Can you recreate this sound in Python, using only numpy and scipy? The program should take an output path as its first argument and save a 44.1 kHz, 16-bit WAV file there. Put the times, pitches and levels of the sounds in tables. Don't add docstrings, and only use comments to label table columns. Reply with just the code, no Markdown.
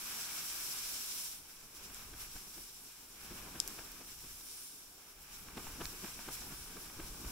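import sys
import numpy as np
from scipy import signal
from scipy.fft import rfft, irfft, next_fast_len
from scipy.io import wavfile
from scipy.ndimage import uniform_filter1d

SR = 44100
rng = np.random.default_rng(int(sys.argv[2]) if len(sys.argv) > 2 else 0)


def master_out(mix):
    frames = np.transpose(np.atleast_2d(mix))
    ceiling = np.clip(frames, -1, 1)
    pcm = np.round(ceiling * 32767).astype(np.int16)
    wavfile.write(sys.argv[1], SR, pcm)


N = 322371
T = np.arange(N) / SR

# t/s, flapping/dB, air rumble/dB
SHAKING = [(0.0, -59, -71), (.6, -63.5, -66.5), (1.1, -65, -68.5), (1.55, -69, -69), (1.72, -65.5, -67.5),
           (1.9, -58.5, -59.5), (2.3, -62.5, -58.5), (2.7, -68, -68), (3.05, -66, -66.5),
           (3.35, -56.5, -57.5), (3.95, -59.5, -60), (4.35, -66.5, -61), (4.65, -65.5, -71.5),
           (5.15, -68.5, -68.5), (5.6, -55.5, -53), (6.1, -59, -58.5), (6.7, -58, -59), (7.31, -54, -52)]
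# start t/s, boom/dB, crack/dB, build-up/s
PULLS = [(1.897, -62, -57, 0.0083), (2.132, -55, -51, 0.0073), (2.356, -58, -52.5, 0.0095),
         (2.576, -55, -56, 0.0069), (3.308, -49, -52, 0.014), (3.546, -51, -48.5, 0.016),
         (3.782, -55, -45, 0.0098), (4.003, -56, -53, 0.012), (4.237, -58, -58, 0.0072),
         (5.57, -44.5, -42.5, 0.0098), (5.8, -44.5, -41.5, 0.018), (6.034, -45, -46, 0.013),
         (6.279, -47.5, -43.5, 0.013), (6.511, -50.5, -50.5, 0.017), (6.761, -50, -50, 0.0093),
         (6.994, -46.5, -46, 0.0075), (7.239, -48.5, -52, 0.012)]


def undb(db):
    return 10 ** (np.asarray(db) / 20)


def on_log(hz, table):
    freqs, values = np.transpose(table)
    return np.interp(np.log(np.maximum(hz, 1)), np.log(freqs), values)


def curves(table):
    times, *columns = np.transpose(table)
    return [np.interp(T, times, column) for column in columns]


def walk(rate_hz):
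    hold = int(SR / rate_hz)
    steps = np.repeat(rng.standard_normal(N // 100), hold)[:N]
    wobble = uniform_filter1d(steps, hold)
    return wobble / wobble.std()


def swell(s, rise, fall):
    rise, fall, out = max(rise, 1e-3), max(fall, 1e-3), np.zeros(N)
    span = slice(max(int((s - 9 * rise) * SR), 0), int((s + 9 * fall) * SR))
    t = T[span] - s
    out[span] = 1 / np.cosh(t / np.where(t < 0, rise, fall))
    return out


def grains(scatter_db):
    sizes = np.minimum(rng.exponential(size=(2, N)), 5.0)
    return rng.standard_normal((2, N)) * undb(scatter_db * sizes)


def colour(pair, spectrum):
    # f/Hz, left-right correlation
    correlation = [(60, 1), (150, 1), (300, 0.81), (640, 0.54), (1400, 0.59), (3000, 0.029), (16000, .02)]
    size = next_fast_len(N)
    hz = np.fft.rfftfreq(size, 1 / SR)
    alike = np.clip(on_log(hz, correlation), 0, .97)
    mid, side = rfft(pair, size) * undb(on_log(hz, spectrum))
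    mid, side = mid * np.sqrt(1 + alike), side * np.sqrt(1 - alike)
    out = irfft(np.array([mid + side, mid - side]), size)[:, :N]
    return out / out.std()


def near(pair):
    return (pair + 1.3 * pair.mean(axis=0)) * undb([[.8], [-.8]])


def burst(noise, shape, db):
    x = noise * shape
    return x * undb(db) * np.sqrt(np.mean(shape ** 2) / np.mean(x ** 2))


def hits(table, decay_s, rattle, spread):
    out, t = np.zeros((2, N)), np.arange(2000) / SR
    for s, peak_db, low_hz, high_hz, pan_db in table:
        shape = t / decay_s * np.exp(1 - t / decay_s) + rattle * np.exp(-t / (66 * decay_s))
        mid, side = rng.standard_normal((2, len(t))) * shape
        mid[int(decay_s * SR)] += 2.8
        low_cut = signal.butter(4, low_hz, "high", fs=SR, output="sos")
        high_cut = signal.butter(3, high_hz, fs=SR, output="sos")
        crack = signal.sosfilt(np.vstack([low_cut, high_cut]), [mid + spread * side, mid - spread * side])
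        crack /= np.abs(crack).max(axis=1, keepdims=True)
        start = int((s + 0.00048) * SR)
        out[:, start:start + len(t)] += crack * undb(peak_db + np.array([[pan_db], [-pan_db]]) / 2)
    return out


def snowfall():
    # f/Hz, level/dB
    patter_eq = [(150, -17), (350, 0.5), (700, -0.5), (1500, -3), (4000, -5), (16000, -2.5)]
    return colour(grains(scatter_db=2.0), patter_eq) * undb(-59.5 + 1.7 * walk(4.7))


def trickles():
    # f/Hz, level/dB
    glitter_eq = [(8200, -42), (9000, 7.5), (9500, 9.5), (10200, -9), (11500, -2), (12500, -35)]
    # crest t/s, level/dB, rise/s, fall/s
    runs = [(1.25, -52.5, .12, 0.082), (2.5, -66, .1, 0.33), (4.57, -55, 0.092, 0.12),
            (6.4, -63.5, 0.23, 0.6)]
    sheen = undb(-73) + sum(undb(db) * swell(s, rise, fall) for s, db, rise, fall in runs)
    return colour(grains(scatter_db=1.0), glitter_eq) * sheen * undb(1.5 * walk(16))


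def air_rumble():
    # f/Hz, level/dB
    rumble_eq = [(15, -1.5), (30, 3), (70, -5), (150, -11.5), (400, -41)]
    _, air_db = curves(SHAKING)
    rumble = colour(rng.standard_normal((2, N)), rumble_eq) * undb(air_db + 2.0 * walk(9))
    gusts = sum(swell(s + build, rise=0.0099, fall=0.0099) for s, _, _, build in PULLS)
    return rumble * (1 + undb(-8.5) * gusts)


def air_thumps():
    # t/s, level/dB
    thumps = [(.04, -64), (1.58, -60), (1.64, -61), (2.36, -49.5), (4.88, -64), (5.855, -46.5)]
    # f/Hz, level/dB
    thump_eq = [(30, 13), (80, -2), (150, -3.5), (300, -22), (600, -30)]
    body = colour(rng.standard_normal((2, N)), thump_eq)
    return sum(burst(body, swell(s, rise=0.01, fall=0.015), db) for s, db in thumps)


def pole_knocks():
    # t/s, peak/dB, left minus right/dB
    knocks = [(1.992, -48, 2), (5.484, -42.5, -1), (5.668, -37, 0), (6.19, -39, 0), (6.418, -43, 0),
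              (6.66, -46, 0), (6.899, -43, 1), (7.145, -43, -2)]
    low_hz, high_hz = 670, 1960
    rows = [(s, db, low_hz, high_hz, pan_db) for s, db, pan_db in knocks]
    return hits(rows, decay_s=0.00079, rattle=0.26, spread=0.16)


def buckle_ticks():
    # t/s, peak/dB, low edge/Hz, high edge/Hz, left minus right/dB
    ticks = [(1.7484, -43, 6500, 9000, 0), (1.9444, -35.5, 6000, 9500, 3), (3.6006, -17.5, 4070, 8100, 6),
             (3.6761, -24, 6050, 17300, 2), (3.6824, -33, 7000, 17000, 0), (3.917, -32, 11500, 16000, .5),
             (5.8546, -27.5, 1500, 5400, -7)]
    return hits(ticks, decay_s=0.00038, rattle=0.045, spread=0.6)


def cloth_flaps():
    # f/Hz, level/dB
    flap_eq = [(60, -12), (120, -5.5), (180, -1), (280, -1), (400, -2.5), (600, -8), (1200, -8.5),
               (2500, -25)]
    flap_db, _ = curves(SHAKING)
    flap = colour(rng.standard_normal((2, N)), flap_eq) * undb([[.7], [-.7]])
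    return flap * undb(flap_db + 1.58 * walk(18))


def cloth_snaps():
    # f/Hz, level/dB
    boom_eq = [(60, -27), (150, 3), (220, 2), (330, 5), (500, -4), (900, -23)]
    # f/Hz, level/dB
    crackle_eq = [(300, -4), (700, 4.5), (1400, 2.5), (2600, -4), (4000, -8), (6000, -32), (12000, -48)]
    boom = near(colour(rng.standard_normal((2, N)), boom_eq))
    crackle = near(colour(grains(scatter_db=1.5), crackle_eq))
    out = np.zeros((2, N))
    for s, boom_db, crack_db, build in PULLS:
        taut = s + build
        rustle, swing_back = taut + 0.016, taut + 0.1245
        out += burst(boom, swell(taut - 0.003, rise=0.85 * build, fall=0.0099), boom_db)
        out += burst(crackle, swell(taut, rise=0.48 * build, fall=0.002), crack_db)
        out += burst(crackle, swell(rustle, rise=0.0064, fall=0.014), crack_db - 11)
        if swing_back < T[-1]:
            out += burst(boom, swell(swing_back, rise=0.011, fall=0.011), boom_db - 15.5)
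    return out


def sliding_snow():
    # t/s, powder hiss/dB, slab scrape/dB
    flow = [(0.0, -47.5, -51.5), (.3, -46, -50), (.85, -45, -52.5), (1.14, -46, -56.5), (1.27, -48, -59),
            (1.36, -52.5, -60), (1.42, -61.5, -64.5), (1.7, -60, -62.5), (1.9, -59, -56), (2.15, -57, -59),
            (2.35, -54, -59.5), (2.65, -55.5, -64.5), (3.1, -60, -63.5), (3.3, -60.5, -55.5),
            (3.75, -54, -57), (4.22, -56.5, -61.5), (4.6, -54, -65), (4.85, -60, -70.5),
            (5.2, -72.5, -64.5), (5.5, -59.5, -58.5), (5.9, -54, -55.5), (6.5, -53.5, -57.5),
            (7.31, -56.5, -58.5)]
    # crest t/s, level/dB, fall/s
    loose_puffs = [(1.5, -59, 0.033), (1.767, -54.5, 0.022), (1.842, -55.5, 0.015), (1.955, -54, 0.043),
                   (2.212, -50, 0.035), (2.565, -56.5, .03), (3.245, -57, 0.034), (3.362, -56, 0.047),
                   (3.84, -63, 0.045), (4.086, -55, .03), (4.303, -57, 0.027), (5.094, -63, .025),
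                   (5.226, -61.5, 0.024), (5.36, -56, .06), (5.6, -59, 0.023), (5.677, -55.5, 0.047),
                   (5.852, -52, 0.033), (6.063, -54, 0.056), (6.333, -49.5, 0.029), (6.817, -56.5, 0.025),
                   (7.05, -54.5, 0.038), (7.3, -54, 0.051)]
    # f/Hz, level/dB
    powder_eq = [(1500, -13.5), (3000, -3.5), (5000, -1.5), (8000, -1.5), (10000, -5.5), (16000, -11)]
    spray_eq = [(4000, -18), (7000, -9.5), (9500, 2.5), (16000, -2)]
    slab_eq = [(300, -12.5), (700, -3.5), (1200, 2.5), (2500, 4), (4000, -5), (6000, -15)]
    hiss_db, slab_db = curves(flow)
    puffs = sum(undb(db) * swell(s, 0.62 * fall, fall) for s, db, fall in loose_puffs)
    stutter = walk(12)
    powder = colour(grains(scatter_db=2.0), powder_eq) * undb(0.51 * stutter + 1.2 * walk(45))
    spray = colour(grains(scatter_db=1.5), spray_eq) * undb(1.5 + 0.73 * stutter + 0.78 * walk(30))
    slab = colour(grains(scatter_db=1.5), slab_eq) * undb(0.22 * stutter + 1.35 * walk(25))
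    powder *= np.hypot(undb(hiss_db), puffs)
    spray *= np.hypot(undb(hiss_db), undb(1) * puffs)
    slab *= np.hypot(undb(slab_db), undb(-6.5) * puffs)
    return powder + spray + slab


def scene():
    bed = snowfall() + trickles() + air_rumble()
    impacts = air_thumps() + pole_knocks() + buckle_ticks()
    return bed + impacts + cloth_flaps() + cloth_snaps() + sliding_snow()


def record(dry):
    # f/Hz, width/Hz, gain/dB
    housing = [(564, 263, -3.5), (1620, 230, 4), (1865, 800, -6.5), (2310, 140, 2.5), (4480, 370, -3),
               (5620, 900, 7), (6430, 570, -4), (7380, 370, 4), (8600, 650, -2), (9170, 600, -0.5),
               (10840, 750, -3), (11600, 830, 2)]
    top_hz = 15740
    x = dry * undb(-0.5)
    for hz, width, db in housing:
        b, a = signal.iirpeak(hz, hz / width, SR)
        x = x + (undb(db) - 1) * signal.lfilter(b, a, x)
    return signal.sosfilt(signal.ellip(12, .2, 75, top_hz, fs=SR, output="sos"), x)


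dry = scene()
out = record(dry)
master_out(out)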